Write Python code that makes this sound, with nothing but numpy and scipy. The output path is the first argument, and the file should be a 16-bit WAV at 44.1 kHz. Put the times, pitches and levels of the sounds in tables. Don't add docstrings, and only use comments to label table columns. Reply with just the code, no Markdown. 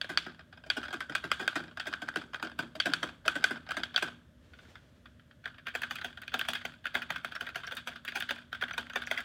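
import sys
import numpy as np
from scipy import signal
from scipy.fft import rfft, irfft, next_fast_len
from scipy.io import wavfile

SR = 44100
rng = np.random.default_rng(int(sys.argv[2]) if len(sys.argv) > 2 else 0)


def generate_wav(signal):
    frames = np.transpose(np.atleast_2d(signal))
    scaled = np.clip(frames, -1, 1) * 32767
    pcm = np.round(scaled).astype(np.int16)
    wavfile.write(sys.argv[1], SR, pcm)


N = 407484
SECOND_FROM_S = 4.3
LEAD_IN_S = .012
BLOW_S = np.arange(SR // 12) / SR
RMS_20MS = np.sqrt(SR / 50)

# start_s, nominal_chatter_s, level_db, brightness_db
PRESSES = [(0.0918, 0.0197, -39.5, 1.5), (0.2634, 0.004, -45.5, -6), (0.7669, 0.011, -37, 1.5),
           (0.9272, 0.01, -38, 2.5), (1.0955, 0.0032, -43, -3), (1.2377, 0.01, -40.5, -0.5),
           (1.3947, 0.026, -37.5, 2), (1.5551, 0.012, -34, 4.5), (1.6002, 0.005, -49, -11.5),
           (1.8683, 0.0072, -39, 5), (2.0177, 0.01, -41, 0.5), (2.1589, 0.0018, -35, 0.5),
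           (2.1699, 0.002, -42.5, 8), (2.4261, 0.0034, -37.5, 0.5), (2.5886, 0.0074, -35.5, 2),
           (2.8565, 0.0056, -34, 7), (2.8662, 0.0032, -36, -6.5), (3.0283, 0.0046, -34, 5.5),
           (3.3538, 0.008, -36, 0), (3.5075, 0.0061, -37.5, -1), (3.7678, 0.007, -36.5, 4),
           (4.0232, 0.0063, -33, 7), (5.7499, 0.0042, -37, -0.5), (5.9082, 0.006, -40, 3),
           (6.0442, 0.005, -40, 1.5), (6.34, 0.003, -33.5, -1.5), (6.4847, 0.004, -35.5, 10.5),
           (6.6511, 0.0025, -39.5, 2.5), (6.9503, 0.003, -33, -4), (7.1034, 0.0025, -37, -2.5),
           (7.246, 0.0026, -40, -2), (7.4076, 0.005, -40.5, -0.5), (7.5563, 0.0045, -40, 2),
           (7.72, 0.0034, -43.5, -0.5), (7.8725, 0.008, -40.5, 5), (8.1537, 0.013, -36.5, 4.5),
           (8.3073, 0.002, -36.5, 2), (8.6229, 0.0016, -38.5, -10.5), (8.7787, 0.0061, -36.5, 0),
           (8.957, 0.0042, -34.5, -3.5), (9.1117, 0.0027, -33.5, -1)]
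# start_s, chatter_s, level_db, brightness_db
RELEASES = [(0.0136, 0.0011, -38, 9), (0.174, 0.00017, -28.5, 9), (0.7008, 0.00076, -30.5, 7.5),
            (0.829, 0.012, -43.5, -5.5), (1.0042, 0.0033, -39.5, -7.5), (1.1507, 0.0024, -30.5, 2),
            (1.3153, 0.00098, -28, 0), (1.4775, 0.00021, -29.5, -1.5), (1.7977, 0.0032, -37, 4.5),
            (1.9369, 0.00046, -39.5, -11.5), (2.087, 0.00066, -41.5, -14.5),
            (2.3443, 0.00017, -43.5, -15.5), (2.8007, 0.0008, -32, 12), (2.9355, 0.0006, -28, 6.5),
            (3.279, 0.0009, -26, 0), (3.4406, 0.00096, -25, -1), (3.707, 0.0014, -39, -5),
            (3.7167, 0.0015, -41, -6.5), (3.8338, 0.00117, -35.5, 6), (3.9611, 0.00024, -30.0, 10),
            (3.9763, 0.0032, -33, 0), (5.4564, 0.0022, -41, -11.5), (5.668, 0.0018, -40, -2),
            (5.6811, 0.0045, -42.5, -3), (5.8321, 0.0053, -36, -5), (5.955, 0.0036, -42, 11),
            (6.2785, 0.001, -42.5, 10), (6.3932, 0.00194, -36, 9.5), (6.41, 0.0059, -34.5, 0),
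            (6.5332, 0.0014, -38.5, 9.5), (6.5515, 0.0046, -36, 5), (6.8548, 0.0014, -38, -9),
            (6.8665, 0.0019, -39.5, 1), (7.018, 0.005, -40, 2.5), (7.1592, 0.0028, -39, -3),
            (7.3615, 0.0024, -44.5, -13), (7.4655, 0.0045, -43, -10), (7.6338, 0.01, -45.5, -7),
            (7.7674, 0.011, -39.5, 5.5), (8.0777, 0.0065, -37, 9), (8.2048, 0.0024, -37.5, 6.5),
            (8.2229, 0.0007, -37.5, 3), (8.29, 0.0055, -36, -0.5), (8.5281, 0.0015, -40.5, -6),
            (8.637, 0.001, -38.5, -9.5), (8.7087, 0.00065, -43, -11.5), (9.017, 0.0053, -42.5, 1.5),
            (9.175, 0.008, -34, -3.5)]
# start_s, level_db
RATTLES = [(0.0437, -45.5), (0.2948, -58), (0.3915, -55), (0.407, -61.5), (0.5261, -55), (0.573, -56.5),
           (0.637, -55), (0.8524, -47.5), (0.8814, -46.5), (0.9056, -47), (1.1206, -47.5), (1.5276, -53.5),
           (1.679, -56), (1.7114, -58), (1.7721, -44), (1.856, -48), (1.926, -43.5), (2.0812, -48.5),
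           (2.1387, -53.5), (2.333, -47), (2.3565, -49.5), (2.397, -51), (2.447, -45), (2.47, -47.5),
           (2.9166, -47.5), (3.2522, -47.5), (3.4075, -54.5), (3.5578, -50.5), (3.665, -54),
           (3.6888, -44.5), (3.741, -50), (3.7932, -49.5), (3.9418, -45), (4.5343, -57), (4.588, -57.5),
           (4.6505, -64), (4.7538, -53), (5.0554, -55.5), (5.195, -63.5), (5.31, -61.5), (5.4398, -55),
           (5.4762, -50.5), (5.543, -60), (5.582, -54), (5.818, -41), (5.9851, -46), (6.0133, -44),
           (6.1726, -47.5), (6.2172, -50), (6.2335, -51.5), (6.3181, -51.5), (6.4495, -46), (6.613, -50),
           (6.8415, -52.5), (6.9424, -42), (7.3195, -45.5), (7.351, -44.5), (7.4881, -44.5),
           (7.5464, -48.5), (7.6735, -43), (7.7106, -45.5), (7.9177, -54), (7.9573, -48), (8.049, -47),
           (8.1203, -46.5), (8.3567, -54.5), (8.4183, -59), (8.547, -45), (8.6114, -42), (8.681, -47.5),
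           (8.7358, -44.5), (8.897, -46), (8.9333, -48.5), (9.0717, -42), (9.2039, -45.5)]
# start_s, level_db
FINGER_LIFTS = [(0.662, -39), (2.7522, -30), (3.258, -27)]
# start_s, level_db
TICKS = [(5.818, -56), (5.9548, -57), (6.217, -62.5), (6.391, -51), (6.5332, -53), (7.351, -70),
         (7.7503, -60), (7.7677, -55.5), (8.049, -58), (8.2015, -51), (9.2039, -61)]
# start_s, level_db, pitch_hz
PINGS = [(7.353, -37, 5460), (7.668, -36, 5630), (8.732, -39, 6000), (8.9336, -46, 6420),
         (9.067, -37.5, 5800)]

BAND_EDGES_HZ = [130, 480, 1100, 2000, 4100, 5600, 16000]
BANDS = [signal.butter(3, edges, "band", fs=SR, output="sos")
         for edges in zip(BAND_EDGES_HZ, BAND_EDGES_HZ[1:])]
# thud_db, knock_db, ring_db, clack_db, ping_db, tick_db
PRESS_BALANCE_DB = [(-5, -6, 0.0035, -7, -28.5, -17.5), (-15.5, -5.5, 0, -2, -20.5, -14.5)]
RELEASE_BALANCE_DB = [(-24, -12.5, .5, -3, -25, -16.5), (-22, -17.5, 0, -2.5, -20, -20.5)]
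RATTLE_BALANCE_DB = [(-15, -5.5, 0, -5, -17.5, -21), (-21.5, -14.5, 0, -4.5, -18, -21.5)]
PRESS_TILT = [(-.5, 0, -0.17, 0.44, 0.15, .5), (0, 0.023, -0.42, 0.27, .4, .5)]
RELEASE_TILT = [(-.3, -0.29, -0.4, 0.11, .15, -0.12), (-0.072, -0.41, -0.36, 0.21, .45, 0.12)]

# pitch_hz, nominal_t60_s, level_db
FIRST_MODES = [(286, 0.073, -9), (301.6, 0.051, -6), (333.6, 0.06, -7), (336, 0.039, -13),
               (607, 0.03, -7.5), (737, 0.022, -6), (840, 0.016, -14), (1340, 0.025, -8.5),
               (1481, 0.039, -1.5), (1595, 0.031, 1), (2140, 0.0069, -8.5), (2468, 0.065, -12.5),
               (3160, .02, -3.5), (3300, 0.045, -11), (3690, 0.013, -4.5), (4623, 0.017, -11),
               (6020, 0.023, -13.5), (6930, 0.014, -14), (7960, 0.012, -13), (15500, 0.0091, -19)]
SECOND_MODES = [(247.5, 0.12, -18.5), (387, 0.045, -19), (562, 0.06, -17), (667, 0.021, -8),
                (740, .028, -13), (890, 0.019, -26.5), (1413, 0.038, -9.5), (1512, 0.031, -5.5),
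                (1621, 0.034, -6.5), (1820, 0.014, -6), (2335, 0.0048, -2.5), (2486, 0.036, -8.5),
                (3252, 0.02, -4), (3554, 0.016, -5), (4680, 0.036, -20), (6240, 0.025, -17),
                (8280, 0.0086, -21.5), (10090, 0.03, -21), (11440, 0.015, -21), (11900, 0.014, -36),
                (15040, 0.0043, -8.5)]
# freq_hz, level_db
FIRST_PLASTIC = [(100, -23.5), (300, -6), (480, -17), (700, -16.5), (1000, -3), (1500, -7), (2100, -1.5),
                 (3400, -3.5), (4200, -10.5), (5000, -2), (5800, -18), (8500, -19), (12500, -24.5),
                 (16000, -39.5)]
SECOND_PLASTIC = [(100, -15.5), (300, -8.5), (700, -1), (1000, -1), (1500, -17), (2100, 3.5), (3400, 3),
                  (4200, -10.5), (5000, -23.5), (5800, -10), (8500, -21), (16000, -27)]
# pitch_hz, t60_s, level_db
ASKEW_MODES = [(3103, 0.032, -13), (3312, 0.022, 1.5), (4530, 0.026, -.5), (4690, .016, -5)]

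# t60_s, level_db
ROOM_TAILS = [(0.53, -2), (0.43, -6.5), (0.4, -4), (0.39, -4.5), (0.42, -11), (0.37, -6)]
# freq_hz, level_db
ROOM_COLOUR = [(130, -5), (290, 5.5), (460, -6), (660, 2.5), (1080, -3), (1560, 13.5), (1900, -7.5),
               (2800, -7), (3350, 0), (4100, -14.5), (4600, -4), (5600, -18), (8000, -19.5), (16000, -40)]
# pitch_hz, t60_s, level_db
ROOM_MODES = [(135, 1, -16.5), (166, 0.94, -12), (238.5, 0.8, -9)]
# time_s, level_db
HANDLING_SWELL = [(4.3, -101), (4.45, -67), (4.6, -64), (4.71, -58.5), (4.78, -65), (4.95, -72.5),
                  (5.15, -75)]
# freq_hz, level_db
HANDLING_COLOUR = [(40, -5), (75, 21), (150, 12), (480, 13.5), (900, 5.5), (3300, 2.5), (6500, -7),
                   (9000, -13), (12500, -25), (14500, -15), (16000, -32)]
# freq_hz, level_db
AIR_COLOUR = [(15, -33), (25, -18.5), (70, 10.5), (195, -0.5), (242, -0.5), (293, -6.5), (427, -17.5),
              (607, -6.5), (775, -25), (1650, -14.5), (2350, -25.5), (3340, -21), (4250, -29), (14400, -40),
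              (16000, -45)]


def strokes(events, balance_db, tilt, gain_db, chatter_scale, slides_db, hard_above_db=-35, hardening=.2):
    out = np.zeros((len(BANDS), N))
    for start_s, chatter_s, level_db, brightness_db in events:
        board = keyboard_at(start_s)
        bands_db = level_db + np.array(balance_db[board]) + brightness_db * np.array(tilt[board])
        bands_db[-1] += hardening * max(level_db - hard_above_db, 0)
        strike(out, start_s, chatter_s * chatter_scale, slides_db[board], bands_db)
    return out * undb(gain_db)


def strike(track, start_s, chatter_s, slide_db, bands_db, impact_db=4, impact_lag_s=.0004,
           thud_lag_s=0.00414):
    clean = np.exp(-chatter_s / 0.0015)
    force = contact(chatter_s, slide_db)
    force[int((LEAD_IN_S + impact_lag_s) * SR)] += undb(impact_db) * clean
    boards = [(FIRST_MODES, FIRST_PLASTIC, -4.5), (SECOND_MODES, SECOND_PLASTIC, -1.0)]
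    modes, plastic, dense_db = boards[keyboard_at(start_s)]
    ring = body(modes, plastic, damping=1 + 0.41 * clean, dense_db=dense_db - 7 * clean)
    sound = signal.fftconvolve(force, ring)[:len(BLOW_S)]
    parts = np.array([unit(signal.sosfilt(band, sound)) * undb(db) for band, db in zip(BANDS, bands_db)])
    parts[0] = np.interp(BLOW_S - thud_lag_s, BLOW_S, parts[0], left=0)
    add(track, start_s - LEAD_IN_S, parts * RMS_20MS)


def contact(chatter_s, slide_db, grain_db=5, rise_s=0.00022, bounce_db=-12, bounce_s=0.017,
            loose_s=0.0029, slide_s=0.0074):
    size = len(BLOW_S)
    t = BLOW_S - LEAD_IN_S
    after_s = np.maximum(t, 0)
    grains = undb(grain_db * np.repeat(rng.standard_normal(size), SR // 4000)[:size])
    landing = unit(grains * rise(after_s, rise_s) * np.exp(-after_s / max(chatter_s, rise_s)))
    slide = unit(grains * (t < 0) * np.exp(np.minimum(t, 0) / slide_s))
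    hops = np.repeat(rng.exponential(size=size), SR // 1000)[:size]
    bounces = unit(hops * (t > bounce_s / 2) * np.exp(-after_s / bounce_s))
    looseness = min(chatter_s / loose_s, 1)
    envelope = landing + undb(slide_db) * slide + undb(bounce_db) * looseness * bounces
    return rng.standard_normal(size) * envelope


def body(modes, plastic, damping, dense_db, dense_t60_s=0.018, spread_db=0.5, detune=0.0073):
    t = BLOW_S[:len(BLOW_S) // 2]
    pitch_hz, t60_s, level_db = np.transpose(modes)
    weight, shift, sign = rng.standard_normal((len(modes), 3)).T
    gains = np.sign(sign) * undb(level_db + spread_db * weight)
    detuned_hz = pitch_hz * (1 + detune * shift)
    rings = np.sin(2 * np.pi * np.outer(detuned_hz, t)) * decay(t, t60_s[:, None] / damping)
    dense = noise(plastic, len(t)) * decay(t, dense_t60_s)
    return unit(gains @ rings) + undb(dense_db) * unit(dense)


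def askew_ring(gain_db=-3, db_per_brightness_db=1.5, rise_s=0.00045, detune=.008):
    out = np.zeros((len(BANDS), N))
    for start_s, _, level_db, brightness_db in RELEASES:
        if keyboard_at(start_s) == 0:
            for pitch_hz, t60_s, mode_db in ASKEW_MODES:
                envelope = rise(BLOW_S, rise_s) * decay(BLOW_S, t60_s)
                detuned_hz = pitch_hz * (1 + detune * rng.standard_normal())
                ring = envelope * np.sin(2 * np.pi * (detuned_hz * BLOW_S + rng.random()))
                gain = undb(level_db + mode_db + db_per_brightness_db * brightness_db)
                row = np.searchsorted(BAND_EDGES_HZ, pitch_hz) - 1
                add(out[row], start_s, gain * ring)
    return out * undb(gain_db)


def rattles(chatter_s=0.0038, slide_db=-20, firm_db=-46, dulling=.4):
    out = np.zeros((len(BANDS), N))
    for start_s, level_db in RATTLES:
        bands_db = level_db + np.array(RATTLE_BALANCE_DB[keyboard_at(start_s)])
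        bands_db[-1] += dulling * (level_db - firm_db)
        strike(out, start_s, chatter_s, slide_db, bands_db)
    return out


def wobbles(count=3, gain_db=-18, spread_db=0.5, delay_range_s=(0.015, .09), chatter_s=0.0013,
            slide_db=-25):
    out = np.zeros((len(BANDS), N))
    for press_s, _, press_db, _ in np.repeat(PRESSES, count, axis=0):
        level_db = press_db + gain_db + spread_db * rng.standard_normal()
        bands_db = level_db + np.array(RATTLE_BALANCE_DB[keyboard_at(press_s)])
        strike(out, press_s + rng.uniform(*delay_range_s), chatter_s, slide_db, bands_db)
    return out


def finger_lifts(pitch_hz=633, t60_s=0.06, rise_s=.004, chatter_s=0.0058, slide_db=-25,
                 contact_db=(-20, -25, -23, -21, -35, -31)):
    out = np.zeros((len(BANDS), N))
    knock = np.sin(2 * np.pi * pitch_hz * BLOW_S) * rise(BLOW_S, rise_s) * decay(BLOW_S, t60_s)
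    for start_s, level_db in FINGER_LIFTS:
        strike(out, start_s, chatter_s, slide_db, level_db + np.array(contact_db))
        add(out[1], start_s, undb(level_db) * knock)
    return out


def stem_ticks(t60_s=0.022, rise_s=0.00044,
               colour=((4000, -20), (6000, -2), (8500, -3), (12000, -2), (15000, 0), (16000, -4))):
    out = np.zeros((len(BANDS), N))
    envelope = rise(BLOW_S, rise_s) * decay(BLOW_S, t60_s)
    for start_s, level_db in TICKS:
        tick = signal.sosfilt(BANDS[-1], noise(colour, len(BLOW_S)) * envelope)
        add(out[-1], start_s, undb(level_db) * unit(tick) * RMS_20MS)
    return out


def spring_pings(gain_db=-3, t60_s=0.02, chatter_s=0.0014):
    out = np.zeros(N)
    for start_s, level_db, pitch_hz in PINGS:
        coil = np.sin(2 * np.pi * pitch_hz * BLOW_S) * decay(BLOW_S, t60_s)
        ping = signal.fftconvolve(contact(chatter_s, slide_db=-19), coil)
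        add(out, start_s - LEAD_IN_S, undb(level_db + gain_db) * ping / np.abs(ping).max())
    return out


def room(sources, first_s=0.0024, build_s=0.00066, early_db=6, early_s=0.0086, wet_db=-2.0,
         clump_db=2, clump_s=0.0045):
    t = np.arange(SR * 3 // 4) / SR
    arrival = rise(np.maximum(t - first_s, 0), build_s)
    wash = noise(ROOM_COLOUR, N)
    out = np.zeros(N)
    for source, band, (t60_s, level_db) in zip(sources, BANDS, ROOM_TAILS):
        fade = unit(arrival * (decay(t, t60_s) + undb(early_db) * np.exp(-t / early_s)))
        power = np.abs(signal.oaconvolve(source ** 2, fade ** 2)[:N])
        clumps = np.interp(np.arange(N) / SR / clump_s, np.arange(len(t)), rng.standard_normal(len(t)))
        field = signal.sosfilt(band, wash) * undb(clump_db * clumps)
        out += undb(level_db + wet_db) * np.sqrt(power) * field / np.std(field)
    return out


def standing_waves(thud):
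    hum = np.zeros(N)
    for pitch_hz, t60_s, level_db in ROOM_MODES:
        width_hz = np.log(1000) / (np.pi * t60_s)
        hum += undb(level_db) * unit(resonate(thud, pitch_hz, width_hz))
    return hum * np.linalg.norm(thud)


def handling(flutter_db=2, flutter_hz=30):
    t = np.arange(N) / SR
    flutter = np.interp(t * flutter_hz, np.arange(len(BLOW_S)), rng.standard_normal(len(BLOW_S)))
    swell_db = np.interp(t, *np.transpose(HANDLING_SWELL), left=-np.inf, right=-np.inf)
    return noise(HANDLING_COLOUR, N) * undb(swell_db + flutter_db * flutter)


def air_and_fan(air_db=-60, fan_hz=240, fan_width_hz=14, fan_db=-70):
    drone = resonate(rng.standard_normal(N), fan_hz, fan_width_hz)
    return undb(air_db) * noise(AIR_COLOUR, N) + undb(fan_db) * drone / np.std(drone)


def keyboard_at(time_s):
    return int(time_s >= SECOND_FROM_S)


def undb(db):
    return 10 ** (np.asarray(db) / 20)


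def unit(x):
    return x / np.sqrt(np.sum(x ** 2) + 1e-30)


def rise(t, rise_s):
    return 1 - np.exp(-t / rise_s)


def decay(t, t60_s):
    return np.exp(-np.log(1000) * t / t60_s)


def resonate(x, pitch_hz, width_hz):
    return signal.lfilter(*signal.iirpeak(pitch_hz, pitch_hz / width_hz, fs=SR), x)


def noise(colour, size):
    length = next_fast_len(size)
    freq_hz, level_db = np.transpose(colour)
    bins_hz = np.fft.rfftfreq(length, 1 / SR)
    gain = undb(np.interp(np.log(bins_hz + 1), np.log(freq_hz), level_db))
    x = irfft(rfft(rng.standard_normal(length)) * gain, length)[:size]
    return x / np.std(x)


def add(track, start_s, x):
    start = min(max(int(start_s * SR), 0), N)
    part = x[..., :N - start]
    track[..., start:start + part.shape[-1]] += part


def scene(release_room_db=-0.5):
    presses = strokes(PRESSES, PRESS_BALANCE_DB, PRESS_TILT,
                      gain_db=0.5, chatter_scale=0.91, slides_db=(-22, -17))
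    releases = askew_ring() + strokes(RELEASES, RELEASE_BALANCE_DB, RELEASE_TILT,
                                      gain_db=-1, chatter_scale=1.0, slides_db=(-28.5, -16))
    light_contacts = rattles() + wobbles() + finger_lifts() + stem_ticks()
    bands = presses + releases + light_contacts
    direct = bands[::2].sum(axis=0) - bands[1::2].sum(axis=0)
    diffuse = room(presses + light_contacts + undb(release_room_db) * releases)
    hum = standing_waves(bands[0])
    return (direct + spring_pings() + diffuse + hum + air_and_fan() + handling())[None]


def record(dry, low_cut_hz=45, high_cut_hz=16200):
    highpass = signal.butter(2, low_cut_hz, "high", fs=SR, output="sos")
    lowpass = signal.ellip(10, .2, 80, high_cut_hz, fs=SR, output="sos")
    return signal.sosfilt(lowpass, signal.sosfilt(highpass, dry))


dry = scene()
out = record(dry)
generate_wav(out)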